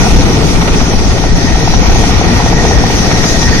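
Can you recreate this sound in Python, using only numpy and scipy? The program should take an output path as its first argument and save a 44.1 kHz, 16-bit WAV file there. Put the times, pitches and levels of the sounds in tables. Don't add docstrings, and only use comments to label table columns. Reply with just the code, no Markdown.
import sys
import numpy as np
from scipy import signal
from scipy.fft import rfft, irfft, next_fast_len
from scipy.io import wavfile
from scipy.ndimage import uniform_filter1d, map_coordinates

SR = 44100
rng = np.random.default_rng(int(sys.argv[2]) if len(sys.argv) > 2 else 0)


def int16_out(signal):
    q = np.round(np.clip(np.atleast_2d(signal).T, -1, 1) * 32767)
    wavfile.write(sys.argv[1], SR, q.astype(np.int16))


def rack_gain(trim_db):
    fader = np.asarray(trim_db, float)
    return 10 ** (fader / 20)


N = 158760
TIME = np.arange(N) / SR

BLADES, BLADE_HZ = 5, 16.02
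SWISH_S, WHINE_S, TURN_S = 1.057, 2.476, 3.29


def unit(x):
    return x / np.sqrt(np.mean(x ** 2) + 1e-20)


def along(points, hz):
    f, v = np.transpose(points)
    return np.interp(np.log(hz + 1), np.log(f + 1), v)


def colour(points, hz):
    low_end = (points[0][0] / 2, -90)
    high_end = (points[-1][0] * 2, -90)
    return rack_gain(along([low_end, *points, high_end], hz))


def curves(rows):
    s, *columns = np.transpose(rows)
    return [np.interp(TIME, s, column) for column in columns]


def wobble(rate):
    knots = rng.standard_normal(int(N * rate / SR) + 4)
    return map_coordinates(knots, [np.arange(N) * rate / SR])


def beat(rate, peak_s, sharp):
    swell = np.exp(sharp * (np.cos(2 * np.pi * rate * (TIME - peak_s)) - 1))
    return swell - swell.mean()


def filtered(x, response):
    size = next_fast_len(N + SR // 2)
    return irfft(rfft(x, size) * response(np.fft.rfftfreq(size, 1 / SR)), size)[..., :N]


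def rush(spectrum, alike, patchy_db):
    z = signal.stft(rng.standard_normal((2, N)), nperseg=512)[2]
    patches = uniform_filter1d(rng.standard_normal(z.shape[1:]), size=6, axis=0)
    patches = uniform_filter1d(patches, size=10, axis=1)
    pair = signal.istft(z * rack_gain(patchy_db * unit(patches)), nperseg=512)[1][:, :N]

    def mid_side(hz):
        angle = np.arccos(np.clip(along(alike, hz), -1, 1)) / 2
        return colour(spectrum, hz) * [np.cos(angle), np.sin(angle)]

    mid, side = filtered(pair, mid_side)
    return unit(np.array([mid + side, mid - side]))


# frequency in Hz, level in dB per Hz.
WIND_SPECTRUM = [(8, 9.5), (20, 6.5), (40, 5.5), (80, 0.5), (160, -12.5), (320, -19.5), (700, -19)]


def wind():
    wind_db, left_over_right_db = -9.5, 5.5
    gusts = rack_gain(1.5 * np.array([wobble(8), wobble(8)]))
    buffets = unit(gusts * rush(WIND_SPECTRUM, [(30, 0.4)], patchy_db=3.75))
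    return rack_gain(wind_db) * rack_gain([[left_over_right_db / 2], [-left_over_right_db / 2]]) * buffets


# frequency in Hz, correlation from 0 to 1.
PORT_LIKENESS = [(60, 1), (300, 0.79), (700, 0.55), (1400, 0.31), (3000, 0.22), (7000, 0.16)]
# frequency in Hz, level in dB per Hz.
ROAR_SPECTRUM = [(60, -5), (150, -3), (330, -9), (520, -1.5), (930, -12.5), (1000, -17), (2500, -18),
                 (4500, -24)]
# frequency in Hz, level in dB per Hz.
HISS_SPECTRUM = [(2500, -20.5), (4000, -12), (5200, -8.5), (5850, -4.5), (6500, -9), (6900, -18),
                 (7300, -23), (8000, -60)]
# frequency in Hz, level in dB per Hz.
FIZZ_SPECTRUM = [(6000, -37), (7500, -1.5), (9500, -4), (11000, -6.5), (11600, -3), (12300, -11.5),
                 (13500, -14), (15900, -12)]


def engines(hiss_db, roar_db, swish_db, fizz_db, rumble_db):
    roar_base_db, fizz_base_db = -13, -14.5
    shaft_hz, shaft_db = 925, -36
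    shared = 0.8 * wobble(9)
    chop = swish_db * beat(BLADE_HZ, SWISH_S, sharp=2.2) * (1 + 0.5 * wobble(17))
    exhaust = rush(ROAR_SPECTRUM, PORT_LIKENESS, patchy_db=1.01)
    upper = filtered(exhaust, lambda hz: hz ** 2 / (hz ** 2 + 600 ** 2))
    rumble = (exhaust - upper) * rack_gain(rumble_db)
    roar = rack_gain(roar_base_db) * (rumble + upper * rack_gain(roar_db + chop + shared))
    shaft_tone = np.sin(2 * np.pi * shaft_hz * TIME + 0.9 * wobble(6.1))
    shaft = rack_gain(shaft_db + 2.5 * wobble(2.3)) * shaft_tone
    turn = beat(BLADE_HZ / BLADES, TURN_S, sharp=0.77)
    hiss_gain = rack_gain(2.1 * turn + 0.31 * wobble(12))
    hiss = hiss_gain * rush(HISS_SPECTRUM, PORT_LIKENESS, patchy_db=2.1)
    fizz_gain = rack_gain(fizz_base_db + fizz_db + 1.2 * turn + 0.5 * wobble(11))
    fizz = fizz_gain * rush(FIZZ_SPECTRUM, PORT_LIKENESS, patchy_db=1.1)
    return roar + shaft + rack_gain(hiss_db) * (hiss + fizz)


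def gearbox(whine_db):
    mesh_hz, casing_db = 1872, 7
    casing_spectrum = [(1600, -7), (1780, -4), (1890, -0.5), (2000, -9), (2300, -38)]  # Hz, dB per Hz
    swell = beat(BLADE_HZ, WHINE_S, sharp=1.0)
    tone = rack_gain(3 * swell) * np.sqrt(2) * np.sin(2 * np.pi * mesh_hz * TIME + 0.3 * wobble(7))
    casing = rack_gain(4.2 * swell) * rush(casing_spectrum, PORT_LIKENESS, patchy_db=2.0)
    return rack_gain(whine_db) * (tone + rack_gain(casing_db) * casing)


# multiple of the blade rate, level in dB.
TAIL_HARMONICS = [(1, -27), (2, -26), (3, -26), (4, -38), (5, -34), (6, -38), (7, -39)]


def tail_rotor():
    tail_hz = 56.5
    phase = 2 * np.pi * tail_hz * TIME + 0.24 * wobble(4)
    drone = np.zeros(N)
    for multiple, db in TAIL_HARMONICS:
        drone += rack_gain(db + 1.34 * wobble(4)) * np.sqrt(2) * np.sin(multiple * phase)
    return drone


# frequency in Hz, level in dB.
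THUMP_SPECTRUM = [(16, 4), (40, -12), (130, -10), (190, 0), (300, -2), (350, -5), (500, -6), (640, -24)]


def blade_thumps():
    thump_db = -21
    phase = 2 * np.pi * BLADE_HZ * (TIME - SWISH_S) + 0.028 * wobble(3.45)
    thump = np.zeros(N)
    for k in range(1, 40):
        level = colour(THUMP_SPECTRUM, k * BLADE_HZ) * rack_gain(2 * wobble(3))
        thump += level * np.sin(k * phase - 0.05 * k * k)
    return rack_gain(thump_db) * unit(thump)


# start in seconds, peak level in dB.
WAKE_SLAPS = [(0.067, -7), (0.812, -11), (0.936, -12), (1.111, -16), (1.238, -8.5), (1.425, -13),
              (1.555, -12), (1.676, -4.5), (1.737, -7), (1.83, -7.5), (1.896, -9.5), (1.959, -6),
              (2.039, -6), (2.093, -8), (2.213, -5), (2.277, -27), (2.338, -11), (2.401, -4.5), (2.462, -4),
              (2.526, -5.5), (2.588, -10), (2.651, -3.5), (2.711, -4.5), (2.774, -8), (2.838, -3.5),
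              (2.9, -9)]


def blade_slaps():
    slap_hz, slap_s, slap_db = 820, 0.0009, 5
    around = np.arange(-300, 500) / SR
    slaps = np.zeros(N + 800)

    def wavelet(s, hz):
        return -np.exp(-(s / slap_s) ** 2 / 2) * np.cos(2 * np.pi * hz * s)

    for (start_s, db), (shift, echo) in zip(WAKE_SLAPS, rng.random((len(WAKE_SLAPS), 2))):
        hz = slap_hz * (0.75 + 0.15 * shift)
        slap = wavelet(around, hz) + 0.5 * echo * wavelet(around - 0.004, hz)
        first = round((start_s + 0.0015) * SR) - 300
        slaps[first:first + 800] += rack_gain(db + slap_db) * slap
    return slaps[:N]


def reflection(hz, delay_s, share, corner_hz):
    return share / (1 + (hz / corner_hz) ** 4) * np.exp(-2j * np.pi * hz * delay_s)


# time in seconds, hiss level in dB, roar level in dB, swish depth in dB,
# whine level in dB, fizz level in dB, rumble level in dB.
HOVER_EFFORT = [(0, -17.5, 3, 6, -32, 2.5, 3.5), (.2, -20.5, 1, -3, -35, 3, 4),
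                (.45, -21, -0.5, 3.5, -36, 3, 4), (.8, -21.5, -0.5, 5.5, -34, 2.5, -0.5),
                (1.1, -21, -1.5, 4.5, -38, 0.5, -2.5), (1.4, -21.5, -2, 3.5, -30.5, 0, -2.5),
                (1.7, -20.5, 0.5, 3, -33, 0, -0.5), (2, -19.5, 1, 0.5, -34, 1.5, 1.5),
                (2.3, -20.5, 1.5, 1, -30.5, 0.5, 2), (2.6, -20, -1.5, -3.5, -28, -0.5, 3),
                (2.9, -18.5, 1, 2, -32, -0.5, 2), (3.15, -17.5, 0.5, 5.5, -28.5, -1.5, 3),
                (3.3, -15.5, -1, 4.5, -30, -1, 1), (3.6, -17, -2, 8, -27, -3, 0.5)]
# frequency in Hz, gain in dB.
PORT_BALANCE = [(200, 3), (400, 0), (650, 2.5), (1000, 1), (2000, -1.5), (4000, -2), (5800, 4), (8000, -1)]


def scene():
    lead_s = 0.00012
    hiss_db, roar_db, swish_db, whine_db, fizz_db, rumble_db = curves(HOVER_EFFORT)
    craft = engines(hiss_db, roar_db, swish_db, fizz_db, rumble_db) + gearbox(whine_db)
    craft = craft + tail_rotor() + blade_thumps() + blade_slaps()
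    side = np.array([[1], [-1]]) / 2

    def paths_to_ports(hz):
        ground = reflection(hz, 0.00086, 0.5, 2400)
        bank = reflection(hz, 0.00181, -0.22, 2300)
        ports = rack_gain(side * along(PORT_BALANCE, hz)) * np.exp(2j * np.pi * hz * side * lead_s)
        return (1 + ground + bank) * ports

    return wind() + filtered(craft, paths_to_ports)


# frequency in Hz, threshold in dB over the usual
THIN_THRESHOLD = [(2500, -24), (6500, -10), (7300, 3), (8500, -.5), (11500, .5), (12500, 8.5), (15700, 11),
                  (15900, 40)]


def thinned(x):
    scatter_db = 5
    hz, _, z = signal.stft(x, SR, window="cosine", nperseg=2048)
    usual = uniform_filter1d(np.median(np.abs(z), axis=(0, 2)), size=16)[:, None]
    bands = rng.standard_normal((len(hz) // 20 + 1, z.shape[2]))
    bands = unit(uniform_filter1d(bands, size=2, axis=1))
    scatter = scatter_db * np.repeat(bands, 20, axis=0)[:len(hz)]
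    threshold = usual * rack_gain(along(THIN_THRESHOLD, hz)[:, None] + scatter)
    return signal.istft(z * (np.abs(z) > threshold), SR, window="cosine", nperseg=2048)[1][:, :N]


def roll_off(x):
    return signal.sosfilt(signal.butter(12, 15990, fs=SR, output="sos"), x)


def record(dry):
    ceiling, hardness = 1.002, 7
    clipped = dry / (1 + np.abs(dry / ceiling) ** hardness) ** (1 / hardness)
    return roll_off(thinned(clipped))


dry = scene()
out = record(dry)
int16_out(out)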